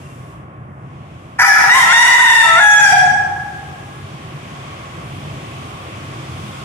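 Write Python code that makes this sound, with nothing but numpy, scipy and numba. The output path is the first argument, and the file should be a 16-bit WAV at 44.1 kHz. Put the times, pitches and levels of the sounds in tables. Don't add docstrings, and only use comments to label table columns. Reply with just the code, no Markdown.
import sys
import numpy as np
from scipy import signal
from scipy.fft import rfft, irfft, next_fast_len
from scipy.io import wavfile
from scipy.ndimage import uniform_filter1d
from numba import njit

SR = 44100
rng = np.random.default_rng(int(sys.argv[2]) if len(sys.argv) > 2 else 0)


def dump(signal):
    limited = np.clip(np.atleast_2d(signal).T, -1, 1)
    pcm = np.round(limited * 32767).astype(np.int16)
    wavfile.write(sys.argv[1], SR, pcm)


N = 292912
SIZE = next_fast_len(2 * N)
HZ = np.fft.rfftfreq(SIZE, 1 / SR) + 1e-9


def undb(db):
    return 10 ** (np.asarray(db) / 20)


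def level(x, db):
    return x * undb(db) / np.sqrt(np.mean(x ** 2))


def on_hz(table):
    hz, value = np.transpose(table)
    return np.interp(np.log(HZ), np.log(hz), value)


def colour(x, gain):
    return irfft(rfft(x, SIZE) * gain, SIZE)[..., :N]


def walk(rate):
    k = max(int(SR / rate), 1)
    smooth = uniform_filter1d(uniform_filter1d(rng.standard_normal(N), k), k)
    return level(smooth, 0)


def bands(count, lo_hz, hi_hz):
    centres = np.geomspace(lo_hz, hi_hz, count)
    weights = [np.interp(np.log(HZ), np.log(centres), row) for row in np.eye(count)]
    return list(zip(centres, weights))


@njit
def follow(x, attack, release):
    e, out = 0., np.empty(len(x))
    for i in range(len(x)):
        e += (x[i] - e) * (attack if x[i] > e else release)
        out[i] = e
    return out


def town():
    # frequency in Hz, relative density in dB.
    town_spectrum = [(15, -65), (25, -36), (40, -31), (52, -24), (62, -14.5), (87, -8), (136, -8),
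                     (285, -13), (335, -10), (436, -14.5), (740, -9.5), (891, -13.5), (1130, -8.5),
                     (1550, -18), (3170, -27), (4030, -36.5), (9150, -47.5), (14000, -60.5)]
    # centre in Hz, width in Hz, added density in dB.
    dense_regions = [(94.6, 5.5, 4.5), (136.7, 17, 7.5), (1094, 27.5, 5.5), (2130, 680, 7),
                     (3450, 230, 2.5)]
    # time in seconds, then relative bass, middle, treble and top level in dB.
    band_levels = [(0, -4, -20, -6.5, 6.5), (.33, -3.5, -19.5, -15.5, 1.5), (.47, -4, -20, -24, -13),
                   (.75, -5, -22, -30, -9), (.95, -4, -22.5, -14, -7.5), (2.4, -10.5, -14.5, -12, 7),
                   (3.1, -1.5, -19.5, -2.5, 7), (4.002, -3.5, -15, -1.5, 5.5), (4.85, -3, -11.5, 1.5, 5.5),
                   (5.149, 0, -14.5, 1, 7), (5.8, -1.5, -11, 2.5, 7), (6.2, -0.5, -12, 3, 8),
                   (6.64, 0, -12, 3.5, 9.5)]
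    level_hz = [173, 1760, 4050, 9000]
    lag = 16
    shape_db = on_hz(town_spectrum)
    for hz, width, db in dense_regions:
        shape_db = shape_db + db * np.exp(-.5 * ((HZ - hz) / width) ** 2)
    aimed, left, right = rng.standard_normal((3, N))
    coherent = np.clip(on_hz([(200, 1.0), (700, 0.69), (2000, 0.059), (9000, 0.028)]), 0, 1)
    shared = rfft([np.roll(aimed, lag), aimed], SIZE) * np.sqrt(coherent)
    diffuse = rfft([left, right], SIZE) * np.sqrt(1 - coherent)
    both = (shared + diffuse) * undb(shape_db)
    both = both * undb(-24) / np.std(irfft(both, SIZE)[:, :N])
    seconds, *columns = np.transpose(band_levels)
    out = 0
    for centre, weight in bands(count=14, lo_hz=40.0, hi_hz=10300):
        db = [np.interp(np.log(centre), np.log(level_hz), row) for row in np.transpose(columns)]
        flicker_db = 0.97 * walk(5.3)
        gain = undb(np.interp(np.arange(N) / SR, seconds, db) + flicker_db)
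        out = out + irfft(both * weight, SIZE)[:, :N] * gain
    return out


def chirps():
    # start in seconds, length in seconds, starting pitch in Hz, peak level in dB.
    whistles = [(0.022, 0.027, 2800, -51), (0.056, .02, 2760, -45), (0.094, 0.04, 2780, -49)]
    t, out = np.arange(N) / SR, 0
    for start, length, hz, db in whistles:
        along = np.clip((t - start) / length, 0, 1)
        cycles = hz * np.cumsum(1 - 0.027 * along) / SR
        out = out + undb(db) * np.sin(np.pi * along) * np.sin(2 * np.pi * cycles)
    return out


def trill(t):
    # time in seconds, depth as a share of the pitch.
    trill_depth = [(1.96, 0), (2.02, .025), (2.12, .035), (2.24, .042), (2.35, .03), (2.41, 0)]
    rate_hz, top_s = 28, 2.2
    swing = np.tanh(2 * np.cos(2 * np.pi * rate_hz * (t - top_s) + .5 * walk(12)))
    return np.interp(t, *np.transpose(trill_depth)) * swing


def second_voice(t):
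    # start in seconds, end in seconds, pitch in Hz, amplitude share.
    second_notes = [(1.38, 1.49, 779.5, 0.61), (1.58, 1.694, 787.6, 1.28)]
    wobbling_s = np.cumsum(1 + .04 * walk(99)) / SR
    flutter = undb(4 * walk(100))
    out = 0
    for start, end, hz, share in second_notes:
        out = out + share * (t >= start) * (t < end) * flutter * np.cos(2 * np.pi * hz * wobbling_s)
    return out


def overtones(phase, hz, beak_db, rasp, valve):
    shimmer_db, shimmer_rad = 4, 1.0
    odd_db = -0.5
    out = 0
    for k in range(2, 18):
        shake = np.clip((k - 3) / 3, 0, 1)
        flicker = undb(shake * shimmer_db * walk(60))
        gain = undb(beak_db - 5.98 * np.log2(k) + odd_db * (k % 2)) * (rasp if k > 2 else 1)
        wave = np.cos(k * phase + k * k + shake * shimmer_rad * walk(136))
        out = out + flicker * valve * gain * wave * (k * hz < 16000)
    return out


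def throat(source, t):
    # frequency in Hz, gain in dB.
    bent_gain = [(300, -34), (650, -8), (850, 0), (1000, 2.5), (1230, 3), (1450, 17), (1800, 13), (2400, 9),
                 (2700, -26), (3100, -7), (3800, -26), (4600, -6.5), (5700, -1), (7200, -11.5),
                 (8500, -15.5), (11500, -10), (14000, -31)]
    # frequency in Hz, gain in dB.
    straight_gain = [(300, -60), (650, 1.5), (850, 9), (1200, 10), (1650, 16.5), (2000, 14.5), (2200, 10.5),
                     (2500, -3.5), (2750, 5), (3100, -7.5), (3350, 0.5), (3600, 10.5), (3900, -4),
                     (4060, -62), (4300, 2), (4550, -10.5), (4800, -2), (5050, -16.5), (5450, -0.5),
                     (5800, 2.5), (6150, -4), (6400, -9.5), (6700, 1.5), (7450, -8), (7900, 1), (8300, -6),
                     (8700, -9), (9300, -3.5), (10000, -8), (10700, -4), (11500, -14.5), (14000, -12)]
    bent = t < 1.692
    return colour(source * bent, undb(on_hz(bent_gain))) + colour(source * ~bent, undb(on_hz(straight_gain)))


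def wheeze():
    # frequency in Hz, relative level in dB.
    wheeze_spectrum = [(250, -8.5), (500, -8), (1300, -4.5), (2300, 9.5), (3000, -8), (4200, -10),
                       (7000, -42), (14000, -47)]
    return level(colour(rng.standard_normal(N), undb(on_hz(wheeze_spectrum))), -15.5)


def rooster():
    # start in seconds, end in seconds, relative level at the start in dB,
    # the same at the end in dB, hoarseness from 0 to 1, beak opening as gain of the overtones in dB,
    # rasp as gain of the air noise and of the partials from the third up in dB.
    notes = [(1.384, 1.493, -4, -3.5, 0.27, -2.5, 8), (1.489, 1.551, -2.5, -14.5, 0.12, 9.5, -1.5),
             (1.56, 1.578, -23, -20, .2, 13, -2), (1.587, 1.69, -14, -13, 0.32, -7, 4.5),
             (1.692, 1.745, -16, -16, .12, 13.5, -1.5), (1.746, 1.801, -4, -8.5, 0.1, -3.5, 11),
             (1.799, 1.847, -9.5, -11.5, 0.24, 6.5, -4), (1.856, 1.93, -26.5, -19.5, 0.05, 14.5, 3),
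             (1.929, 2.12, -9.5, -13, 0.19, 7, 0.5), (2.107, 2.423, -13, -7.5, 0.17, 7, 0),
             (2.434, 2.604, -21, -8.5, 0.12, 8.5, -3.5), (2.605, 2.679, -11.5, -3, 0, 6, 1),
             (2.683, 2.79, -20.5, -19, 0.02, 22, -2.5), (2.797, 2.845, -18.5, -20.5, 0, 18, 0),
             (2.846, 2.899, -4.5, -15.5, 0.07, 6, 3.5), (2.897, 2.952, -3, -1.5, 0.06, -28, -8.5)]
    # time in seconds, pitch in Hz.
    pitch_points = [(1.39, 955), (1.41, 975), (1.488, 972), (1.49, 863), (1.52, 844), (1.548, 857),
                    (1.55, 660), (1.578, 720), (1.58, 950), (1.69, 960), (1.696, 915), (1.74, 1005),
                    (1.765, 1060), (1.805, 1050), (1.818, 945), (1.842, 910), (1.845, 682), (1.88, 657),
                    (1.925, 726), (1.93, 917), (1.95, 920), (2.0, 962), (2.09, 985), (2.2, 965), (2.3, 945),
                    (2.36, 930), (2.425, 897), (2.428, 710), (2.44, 660), (2.555, 659), (2.6, 735),
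                    (2.602, 842), (2.79, 834), (2.83, 822), (2.86, 803), (2.895, 780), (2.9, 825),
                    (2.92, 815), (2.925, 745), (2.955, 732)]
    slur_s, attack_s = 0.023, .012
    flutter_db = 14
    sum_tone, air_db = 0.95, 5
    t = np.arange(N) / SR
    start, end, first_db, last_db, *columns = np.transpose(notes)
    note = np.clip(np.searchsorted(start, t) - 1, 0, None)
    along = np.clip((t - start[note]) / (end - start)[note], 0, 1)

    def slur(x):
        return uniform_filter1d(x, max(int(slur_s * SR), 1))

    db = slur(first_db[note] + along * (last_db - first_db)[note])
    hoarse, beak_db, rasp_db = (slur(column[note]) for column in columns)
    hoarse, rasp = np.clip(hoarse, 0, 1), undb(rasp_db)
    sounding = 1. * ((t >= start[note]) & (t < end[note]))
    swell = np.clip((t - start[0]) / attack_s, 0, 1) ** 2
    on = uniform_filter1d(sounding, int(.003 * SR)) * swell

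    bend = trill(t)
    hz = np.interp(t, *np.transpose(pitch_points)) * (1 + bend)
    jitter = hoarse * (.045 * walk(450) + .025 * walk(120) + .015 * walk(30))
    phase = 2 * np.pi * np.cumsum(hz * (1 + jitter)) / SR
    puff_size = undb(hoarse * 9 * walk(180))
    other = second_voice(t)
    valve = 1 + 0.1 * other
    lowest = undb(flutter_db * hoarse * (walk(510) - 1)) * np.cos(phase)
    tone = lowest + other + sum_tone * other * np.cos(phase)
    tone = tone + overtones(phase, hz, beak_db, rasp, valve)
    halving = np.clip(walk(35) - .5 + 40 * bend, 0, 2)
    halves = 1 + 3.2 * hoarse * halving * np.cos(phase / 2)
    air = undb(air_db) * rasp * hoarse * (1 + np.cos(phase)) * rng.standard_normal(N)
    source = on * undb(db) * puff_size * (halves * tone + air)
    return throat(source, t) + on * wheeze()


def yard(dry):
    # frequency in Hz, time to decay by 60 dB in seconds, echo gain in dB.
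    echo_table = np.array([(300, 1.18, 1), (812, 1.44, 5), (1020, 1.85, -1), (1690, 1.46, -4.5),
                           (3420, 0.73, 5), (5430, 0.97, 4), (8200, 0.97, 5), (12700, 0.49, 9)])
    yard_db = -0.5
    t = np.arange(2 * SR) / SR
    noise = rfft(rng.standard_normal((2, len(t))), SIZE)
    echo = 0
    for centre, weight in bands(count=8, lo_hz=278, hi_hz=13000):
        t60 = np.interp(np.log(centre), np.log(echo_table[:, 0]), echo_table[:, 1])
        echo = echo + irfft(noise * weight, SIZE)[:, :len(t)] * undb(-60 * t / t60)
    echo = echo * np.clip(t / .015, 0, 1)
    echo = echo * undb(yard_db) / np.sqrt(np.sum(echo ** 2) / 2)
    return colour(dry, undb(on_hz(echo_table[:, ::2])) * rfft(echo, SIZE))


def tones():
    # pitch in Hz, middle level in dB, end in seconds.
    faint_tones = [(1103, -50, 6.3), (2410, -61, 5.3), (3180, -64, 6)]
    start_s, waver, swell_db = 3.7, .02, 3
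    t, out = np.arange(N) / SR, 0
    for hz, db, end in faint_tones:
        phase = 2 * np.pi * hz * np.cumsum(1 + waver * walk(3)) / SR + 2.1 * walk(76)
        gain = np.clip((end - t) / .3, 0, 1) * undb(db + swell_db * walk(6))
        port_drift = np.array([[0], [1]]) * walk(16)
        out = out + gain * np.sin(phase + port_drift)
    return out * np.clip((t - start_s) / 0.27, 0, 1)


def scene():
    # frequency in Hz, left minus right level of the crow in dB.
    port_balance = [(300, 9), (700, -1), (1500, 3), (2300, -1), (4000, 1.5), (9000, 4.5), (13000, -1.5)]
    bird = rooster()
    near = np.array([bird, np.roll(bird, 5)])
    ports = undb(np.array([[1], [-1]]) * on_hz(port_balance) / 2)
    crow = undb(-12) * colour(near + yard(bird), ports)
    return crow + town() + chirps() + tones()


def record(dry):
    threshold_db, ratio, release_s = -31, 0.956, 0.44
    top_hz = 14130
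    ahead = np.roll(np.abs(dry).max(axis=0), -int(.002 * SR))
    envelope = follow(ahead, 1 / (.0015 * SR), 1 / (release_s * SR))
    gain = np.minimum(1, (undb(threshold_db) / (envelope + 1e-9)) ** (1 - 1 / ratio))
    peak = follow(ahead * gain, 1 / (.0006 * SR), 1 / (.03 * SR))
    limiter = np.minimum(1, .85 / (peak + 1e-9))
    held = dry * gain * limiter
    cut = signal.ellip(12, .2, 85, top_hz, fs=SR, output="sos")
    return signal.sosfilt(cut, np.clip(held, -1, 1))


dry = scene()
out = record(dry)
dump(out)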